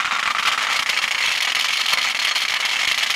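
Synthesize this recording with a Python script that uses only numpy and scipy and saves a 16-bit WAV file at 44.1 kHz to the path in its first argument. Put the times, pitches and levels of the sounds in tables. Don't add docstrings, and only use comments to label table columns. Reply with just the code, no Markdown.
import sys
import numpy as np
from scipy import signal
from scipy.io import wavfile

SR = 44100
rng = np.random.default_rng(int(sys.argv[2]) if len(sys.argv) > 2 else 0)


def master_out(mix):
    frames = np.transpose(np.atleast_2d(mix))
    ceiling = np.clip(frames, -1, 1)
    pcm = np.round(ceiling * 32767).astype(np.int16)
    wavfile.write(sys.argv[1], SR, pcm)


N = 138915
KNOCK_TIME_S = np.arange(2600) / SR


def gain_of(db):
    return 10 ** (np.asarray(db) / 20)


def curve(points):
    t, value = np.transpose(points)
    return np.interp(np.arange(N) / SR, t, value)


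def cut(x, hz, kind):
    return signal.sosfilt(signal.butter(3, hz, kind, fs=SR, output="sos"), x)


def colour(x, points):
    pitch_hz, level_db = np.transpose(points)
    hz = abs(np.fft.fftfreq(8192, 1 / SR))
    log_gain = np.interp(np.log(hz + 1), np.log(pitch_hz + 1), level_db) * np.log(10) / 20
    spectrum = np.exp(np.conj(signal.hilbert(log_gain)))
    taps = np.fft.ifft(spectrum).real[:4096]
    return signal.oaconvolve(x, taps / np.linalg.norm(taps))[:N]


def add(mix, start_s, sound):
    part = mix[round(start_s * SR):][:len(sound)]
    part += sound[:len(part)]


def echoes(x, fade_s):
    t = np.arange(SR // 2) / SR
    taps = rng.standard_normal(len(t)) * gain_of(-60 * t / fade_s)
    return signal.oaconvolve(x, taps / np.linalg.norm(taps))[:N]


# pitch_hz, level_db
HUM_TONE = [(20, -27), (100, -18), (250, 5), (600, -21.5), (15000, -64)]
def room_hum(level_db=-55.5):
    return gain_of(level_db) * colour(rng.standard_normal(N), HUM_TONE)


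# pitch_hz, level_db
FAR_TONE = [(59, -106), (100, -57), (404, -9.5), (1240, -1), (1460, 3), (2240, -1.5), (3960, -7.5),
            (4310, -29), (4690, -6.5), (15600, -30)]
# time_s, level_db
FAR_LOUDNESS = [(0, -44), (.6, -32), (1.2, -31.5), (1.8, -36.5), (2.4, -34), (3.15, -34.5)]
def far_rattle(taps_per_s=1400, spread_db=5):
    strength = gain_of(spread_db * np.minimum(rng.exponential(1, N), 4))
    taps = strength * (rng.random(N) < taps_per_s / SR)
    smear = colour(echoes(taps, fade_s=0.076), FAR_TONE)
    return gain_of(curve(FAR_LOUDNESS)) * smear / np.std(smear)


# start_s, peak_db
OVERLOAD_POPS = [(.048, -36), (.078, -37), (.121, -44), (.274, -36), (.309, -41), (.398, -38), (.487, -39),
                 (.523, -41), (.579, -45), (0.798, -37), (.827, -40), (.899, -41), (0.976, -41),
                 (1.082, -43), (1.145, -52), (1.258, -39), (1.282, -34), (1.650, -45), (1.691, -45),
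                 (1.933, -47), (2.026, -41), (2.217, -48), (2.250, -42), (2.507, -37), (2.711, -47),
                 (2.814, -47), (2.878, -48), (2.918, -43), (2.978, -49), (3.111, -41)]
def overload_pops(rise_s=0.00055):
    age = np.arange(1200) / SR / rise_s
    out = np.zeros(N)
    for start_s, peak_db in OVERLOAD_POPS:
        add(out, start_s, gain_of(peak_db) * age * np.exp(1 - age))
    return out


def chatter(level_db, chatter_s, bounces_per_s=400):
    t = KNOCK_TIME_S
    chance, size, direction = rng.random((3, len(t)))
    scrape = rng.standard_normal(len(t))
    fade = gain_of(level_db - 7 * t / max(chatter_s, 0.002))
    strength = gain_of(-2 - 1.5 * np.log(size + 0.4))
    bounces = (chance < bounces_per_s / SR) * np.sign(direction - 0.5) * strength
    bounces[0] = gain_of(5.5)
    hits = (bounces + gain_of(-19.5) * scrape) * fade
    flare_s, build_s = 0.00088, 0.0038
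    flares = signal.lfilter([1], [1, -np.exp(-1 / (flare_s * SR))], np.minimum(abs(bounces), 1))
    hiss = scrape * (0.58 + flares) * fade * np.minimum(t / build_s, 1)
    return hits, hiss


# pitch_hz, level_db
OPEN_TONE = [(40, -63), (200, -29.5), (600, -16.5), (1200, -8), (1600, -3), (2200, 6.5), (2550, 2),
             (3150, 2), (3850, -9.5), (4750, -14.5), (7000, -21.5), (10000, -30.5), (15700, -50)]
# pitch_hz, level_db
HOLLOW_TONE = [(40, -64.5), (200, -13.5), (700, -23.5), (1100, 2.5), (1400, -0.5), (1700, 2), (2300, 1),
               (3200, -18.5), (4000, -4), (5000, -24.5)]
def ticks_and_hiss(hits, hiss, fizz, arena_share, hiss_from_hz=4776, fizz_from_hz=9320):
    ticks = gain_of(6) * cut(hits, hiss_from_hz, "low")
    hiss = cut(cut(hiss, hiss_from_hz, "high"), fizz_from_hz, "low")
    fizz = cut(fizz, fizz_from_hz, "high")
    bright = colour(np.sqrt(arena_share) * ticks + hiss + fizz, OPEN_TONE)
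    hollow = colour(np.sqrt(1 - arena_share) * ticks, HOLLOW_TONE)
    return bright + hollow


def shell_ring(hits, pitch_hz=4290, fade_s=0.02):
    note = gain_of(-60 * KNOCK_TIME_S / fade_s) * np.sin(2 * np.pi * pitch_hz * KNOCK_TIME_S)
    return signal.oaconvolve(hits, note)[:N]


# pitch_hz, platform_db, arena_db, fade_s (time to drop 60 dB)
TRACK_NOTES = [(810, -10.5, -12.5, 0.029), (933, 4.5, -18.5, 0.032), (1050, 4, -4.5, 0.044),
               (1240, 11.5, -14, 0.022), (1334, 18, -4, 0.026), (1550, 10.5, -34.5, 0.035),
               (1870, -1, -9, 0.0051), (2020, 2, -10, 0.073), (2200, -11, 6, 0.029),
               (2370, 16, -28.5, 0.01), (2638, -24, 5, 0.045), (3003, -4, 4, 0.036),
               (3270, 12.5, 3.5, 0.025), (3620, 6.5, -15, 0.062), (5300, -14, -3.5, 0.024),
               (6480, -11, -3, 0.032)]
def track_ring(hits, ring_hz, arena_share, boost_db=10.5, width_octaves=0.08, rise_s=0.00033):
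    t = KNOCK_TIME_S
    pitch_hz, platform_db, arena_db, fade_s = np.transpose(TRACK_NOTES)[:, :, None]
    spot, detune = rng.standard_normal((2, len(TRACK_NOTES), 1))
    closeness = np.exp(-(np.log2(pitch_hz / ring_hz) / width_octaves) ** 2)
    mix_db = platform_db + arena_share * (arena_db - platform_db) + boost_db * closeness + 2.5 * spot
    tuned_hz = np.where(closeness == closeness.max(), ring_hz, pitch_hz * (1 + 0.01 * detune))
    notes = gain_of(mix_db - 60 * t / fade_s) * np.sin(2 * np.pi * tuned_hz * t)
    ring = notes.sum(0) * np.minimum(t / rise_s, 1) / np.linalg.norm(gain_of(mix_db))
    return signal.fftconvolve(hits, ring)


# time_s, arena_share (0 is the platform, 1 is the arena)
MIC_TURN = [(0, 0.022), (.45, 0.041), (.7, 0.33), (.9, 0.79), (1.3, 0.91), (2, 0.68), (2.5, 0.94),
            (3.15, 0.87)]
# start_s, level_db, ring_hz, hiss_db, chatter_s, shell_db
# The levels compare one knock with another; hiss_db and shell_db add to level_db.
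NEAR_KNOCKS = [(0.001, -9, 1394, -14, 0.012, -27), (0.0247, -17.5, 1490, -14, 0.015, -17),
               (0.0466, -11, 1375, -16, 0.021, -20), (0.058, -11, 2360, -14, 0.0044, -22),
               (0.076, -13.5, 1440, -16, 0.019, -26), (0.11, -9, 1140, -18, 0.011, -10),
               (0.12, -10.5, 1360, -12.5, 0.0085, -25), (0.1243, -11, 1360, -21, 0.0071, -26),
               (0.134, -14.5, 1400, -14, 0.012, -14), (0.1495, -11, 1360.0, -12, 0.0058, -18),
               (0.162, -11.5, 1390, -14, 0.014, -25), (0.1857, -15, 1257, -17, 0.024, -26),
               (0.194, -7.5, 2320, -13, 0.0065, -23), (0.228, -9, 1440, -14.5, 0.012, -22),
               (0.257, -10, 1346, -16, 0.022, -20), (0.276, -4, 1360, -20, 0.0068, -24),
               (0.301, -17, 1240, -6, 0.0043, -21), (0.306, -8.5, 1230, -14, 0.01, -9),
               (0.349, -11, 964, -11.5, 0.0056, -22), (0.3584, -16, 1350, -14, 0.014, -27),
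               (0.368, -12.5, 1340, -16, 0.0074, -8), (0.3843, -11, 1950, -10.5, 0.013, -9),
               (0.395, -8.5, 1240, -11, 0.0055, -22), (0.426, -12.5, 1340, -10, 0.014, -7),
               (0.4336, -20, 2300, -5, 0.008, -20), (0.452, -13, 1390, -11.5, 0.042, -22),
               (0.4716, -7.5, 2020, -13.5, 0.015, -10), (0.482, -7, 1250, -11, 0.0055, -8),
               (0.5161, -12.5, 1510, -8, 0.012, -22), (0.518, -18, 2370.0, -5, 0.009, -19),
               (0.529, -11.5, 1550, -14.5, 0.017, -14), (0.546, -15, 1440, -15, 0.0043, -18),
               (0.577, -9.5, 1320, -12, 0.014, -9), (0.5923, -15, 1830.0, -15, 0.013, -10),
               (0.6094, -12.5, 3250, -12, 0.015, -17), (0.618, -13.5, 2800, -10.5, 0.025, -10),
               (0.638, -15, 1970, -14, 0.012, -17), (0.649, -13, 2170, -36, 0.0073, -21),
               (0.669, -10.5, 2920, -19, 0.01, -8), (0.687, -12.5, 2260, -13.5, 0.015, -16),
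               (0.701, -11, 2200.0, -13.0, 0.032, -6), (0.725, -15.5, 2850, -5.5, 0.012, -13),
               (0.744, -14, 2180, -11, 0.0077, -16), (0.7593, -11, 2200, -9.5, 0.013, -1),
               (0.784, -23, 1190, -19, 0.0044, -15), (0.791, -10.5, 2100, -9, 0.011, -8),
               (0.824, -12.5, 2130, -7, 0.0065, -13), (0.861, -11.5, 1970, -10.5, 0.012, -16),
               (0.8909, -10.5, 2190, -10, 0.015, -10), (0.8958, -9.5, 2170, -7, 0.0057, -11),
               (0.924, -28, 1320, -2, 0.0079, -2), (0.9314, -10.5, 2200, -13, 0.0047, -20),
               (0.937, -15, 2530, -10.5, 0.017, -5), (0.966, -12, 2200.0, -12, 0.014, -19),
               (0.974, -10, 2040, -8.5, 0.0074, -11), (0.9886, -7.5, 2700, -20, 0.0051, -7),
               (1.017, -14.5, 3260, -7, 0.0092, -16), (1.026, -11.5, 2200.0, -6.5, 0.008, -27),
               (1.0404, -6.5, 3260, -14, 0.0097, -12), (1.078, -11, 2200, -5.5, 0.0062, -9),
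               (1.0818, -14, 2200, -14, 0.0051, -10), (1.109, -9.5, 2370, -12, 0.014, -13),
               (1.147, -8, 2200.0, -15.5, 0.01, -12), (1.181, -10.5, 2160, -11, 0.012, -8),
               (1.2053, -13.5, 2060, -8.5, 0.02, -14), (1.224, -12.5, 4300, -18, 0.014, -5.5),
               (1.238, -9, 2390, -16.0, 0.0071, -15), (1.2456, -15, 3360, -1, 0.0053, -11),
               (1.2547, -16, 2310, -21, 0.0058, -10), (1.2586, -17, 2900, 1, 0.0054, -2),
               (1.2736, -8.5, 3270, -15, 0.013, -20), (1.2826, -13, 2300, -15.0, 0.0043, 0),
               (1.289, -14.5, 2560, -4.5, 0.0045, -19), (1.3036, -13, 2280, -7.5, 0.018, -27),
               (1.3151, -34, 2360, -26, 0.0097, -25), (1.316, -11, 2620, -11, 0.014, -5),
               (1.338, -17, 2600, -1, 0.0031, -21), (1.351, -13, 2700, -7, 0.0084, -26),
               (1.3577, -16, 2210, -3, 0.0046, 4), (1.374, -13.5, 2650, -3.5, 0.0051, -18),
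               (1.382, -19, 3770, -8, 0.011, 3), (1.4049, -12, 2330.0, -6, 0.0081, -13),
               (1.422, -11, 2540, -4, 0.011, -6), (1.448, -11.5, 2240, -4.5, 0.0064, -5),
               (1.4517, -18, 2880, -17, 0.0073, -15), (1.4722, -13.5, 840, -26, 0.0097, -13),
               (1.4746, -11, 3570, -14, 0.02, -7), (1.499, -11.5, 2880, -10.5, 0.0084, -7),
               (1.52, -9, 2550, -5.5, 0.0038, -12), (1.549, -8.5, 2870, -5.5, 0.0077, -3),
               (1.567, -9, 1110, -14, 0.013, -11), (1.5699, -21, 2200.0, -18, 0.011, -15),
               (1.5904, -14.5, 2260, 0.5, 0.0058, -1), (1.597, -12, 3170, -2.5, 0.003, -6),
               (1.607, -18, 2530, -0.5, 0.0092, -19), (1.62, -16.5, 2600, -3, 0.011, -20),
               (1.641, -23, 2620, 3.5, 0.011, -17), (1.645, -8.5, 2900, -12, 0.0059, -6),
               (1.6564, -12, 2220, -10.5, 0.0096, -17), (1.681, -19, 2270, -1.5, 0.02, -10),
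               (1.693, -15.5, 2170, -26, 0.015, -3), (1.7058, -13.5, 2170, -9, 0.014, -20),
               (1.7257, -17, 3100.0, -1, 0.012, -18), (1.733, -13, 2960, -4, 0.012, -5),
               (1.7575, -16.5, 2200, -3.5, 0.0051, -21), (1.768, -20.5, 3140.0, 4, 0.0089, -17),
               (1.776, -15.5, 2230, -11, 0.014, 3), (1.794, -13, 2620, -8, 0.028, -28),
               (1.813, -14, 4130, -2.5, 0.0038, -3), (1.8374, -18.5, 2180, -9, 0.014, -2),
               (1.8585, -14.5, 3100, -4.5, 0.01, -2), (1.882, -11.5, 2700, -7, 0.013, -13),
               (1.902, -15.5, 4290.0, -3, 0.012, -5), (1.919, -18, 2530, -36, 0.007, -19),
               (1.924, -11, 2400, -8, 0.011, -12), (1.9323, -1, 2480, -8, 0.0055, -2),
               (1.944, -19, 4280, -1, 0.0045, 3), (1.956, -18.5, 1050, -26, 0.0093, -22),
               (1.9732, -8.5, 2500, -11, 0.015, -6), (1.9854, -9, 3020, -7, 0.0038, 2),
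               (2.0123, -15.5, 3020, -3, 0.007, -3), (2.0244, -17, 2150, -4.5, 0.015, 0),
               (2.0428, -13.5, 2320, -5.5, 0.01, -18), (2.049, -13, 2370, -9.5, 0.017, -7),
               (2.073, -11, 3000, -12, 0.012, -5), (2.0824, -15.5, 2010, -6, 0.01, -11),
               (2.098, -14, 2220, -4, 0.0055, -6), (2.107, -12, 3040, -4.5, 0.0063, -12),
               (2.1253, -19, 1127, -31, 0.0067, -19), (2.1473, -10.5, 2670, -10.5, 0.01, -10),
               (2.1612, -17, 2320, -15, 0.003, -14), (2.168, -17.5, 2150, -3, 0.0051, 0),
               (2.19, -12, 3290, -9, 0.015, -1.5), (2.2174, -12.5, 2014, -7.5, 0.016, -14),
               (2.224, -24, 2200, -6, 0.008, -7), (2.2466, -15.5, 2200.0, 0.5, 0.0047, -1),
               (2.2507, -8.5, 2620, -8, 0.0058, -14), (2.2707, -10.5, 3230, -12, 0.0076, -13),
               (2.2803, -12.5, 3200, -7.5, 0.0091, -1), (2.2898, -14.5, 2200, -10, 0.014, -19),
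               (2.311, -9, 3180, -18.5, 0.013, -6.5), (2.3502, -17, 4340, 1.5, 0.0066, -3),
               (2.358, -10.5, 2400, -14.0, 0.014, -4), (2.362, -14, 2280, -2.5, 0.0076, -24),
               (2.377, -14.5, 3170, -3.5, 0.0086, -10), (2.402, -14, 3350, -4, 0.011, -19),
               (2.419, -12.5, 2110, -3, 0.0068, -5), (2.4304, -14, 3300, -7.5, 0.011, -8),
               (2.451, -10, 3230, -10, 0.0085, -5), (2.481, -15, 2270, -4.5, 0.0074, -3),
               (2.497, -11, 2370, -9, 0.015, -9), (2.5213, -10, 3040, -10, 0.006, -18),
               (2.539, -11, 3230, -6, 0.0056, -6), (2.5535, -14, 2200.0, -7, 0.0034, -9),
               (2.5587, -17, 2200.0, -18, 0.011, -18), (2.5627, -12, 2920, -6.5, 0.0057, -9),
               (2.5695, -11.5, 2920, -25, 0.0078, -4), (2.601, -11.5, 2880, -7, 0.01, -10),
               (2.626, -12.5, 3130, -22, 0.066, -15), (2.647, -18, 3350, -9, 0.0054, -16),
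               (2.6504, -10, 3000, -7, 0.012, -14), (2.6883, -13.5, 2020.0, -7.5, 0.016, -6),
               (2.713, -13, 3110, -8, 0.023, -13), (2.7326, -11, 3150, -12, 0.0083, -19),
               (2.7585, -8.5, 3060, -13, 0.015, -19), (2.7894, -14.5, 3370, -11, 0.014, -20),
               (2.7965, -12.5, 3180, -9, 0.018, -14), (2.812, -11, 2200.0, -9.5, 0.011, -11),
               (2.832, -9.5, 2020.0, -14.5, 0.011, -14), (2.848, -11, 3370, -9, 0.0091, -7),
               (2.8722, -16, 2170, -4, 0.022, -15), (2.875, -11.5, 2200.0, -7, 0.0086, -8),
               (2.8896, -17, 3180, -17, 0.02, -29), (2.9, -17.5, 2730, -4.5, 0.015, -14),
               (2.9135, -6, 2700, -9.5, 0.0076, -8), (2.935, -29, 2740, -17, 0.0018, -23),
               (2.9435, -13.5, 2000, -5.5, 0.011, -12), (2.977, -9.5, 3160, -7.5, 0.014, -9),
               (2.987, -18.5, 2300, -3, 0.01, -19), (3.009, -11.5, 3130, -13, 0.017, -16),
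               (3.026, -11.5, 2880, -4, 0.0088, -13), (3.0306, -12, 2820, -9, 0.0093, -16),
               (3.0363, -12, 2630, -9, 0.0088, -16), (3.062, -12, 2900, -10, 0.014, -14),
               (3.089, -20, 3260, -7, 0.0062, -13), (3.099, -11.5, 3630, -5, 0.011, -12),
               (3.108, -14, 2930, -5.5, 0.012, -15), (3.1408, -10.5, 2040, -8.5, 0.01, -16)]
def near_knocks():
    arena_share = curve(MIC_TURN)
    track, all_hits, all_hiss, fizz, shell_hits = np.zeros((5, N))
    for start_s, level_db, ring_hz, hiss_db, chatter_s, shell_db in NEAR_KNOCKS:
        share = arena_share[round(start_s * SR)]
        hits, hiss = chatter(level_db, chatter_s)
        hiss *= gain_of(hiss_db + 18)
        hidden_db = 6.75 + 5.5 * (1 - share)
        fizz_db = 11.5 + 0.48 * (level_db + hiss_db)
        add(track, start_s, track_ring(hits, ring_hz, share))
        add(shell_hits, start_s, hits * gain_of(shell_db - hidden_db))
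        add(all_hits, start_s, hits)
        add(all_hiss, start_s, hiss)
        add(fizz, start_s, hiss * gain_of(fizz_db))
    rings = gain_of(-11.5) * track + shell_ring(shell_hits)
    rings = cut(rings, 450, "high")
    return rings + ticks_and_hiss(all_hits, all_hiss, fizz, arena_share)


def scene():
    knocks = near_knocks()
    room = gain_of(-21) * echoes(knocks, fade_s=0.048)
    return (room_hum() + far_rattle() + overload_pops() + knocks + room)[None]


def record(dry, ceiling=0.39, firmness=3.6, lowest_hz=15, highest_hz=15720):
    drive = gain_of(-0.01) * dry / ceiling
    squashed = ceiling * drive / (1 + abs(drive) ** firmness) ** (1 / firmness)
    treble_cut = signal.firwin(1023, highest_hz, window=("kaiser", 9), fs=SR)
    return signal.oaconvolve(cut(squashed, lowest_hz, "high"), treble_cut[None], "same")


dry = scene()
out = record(dry)
master_out(out)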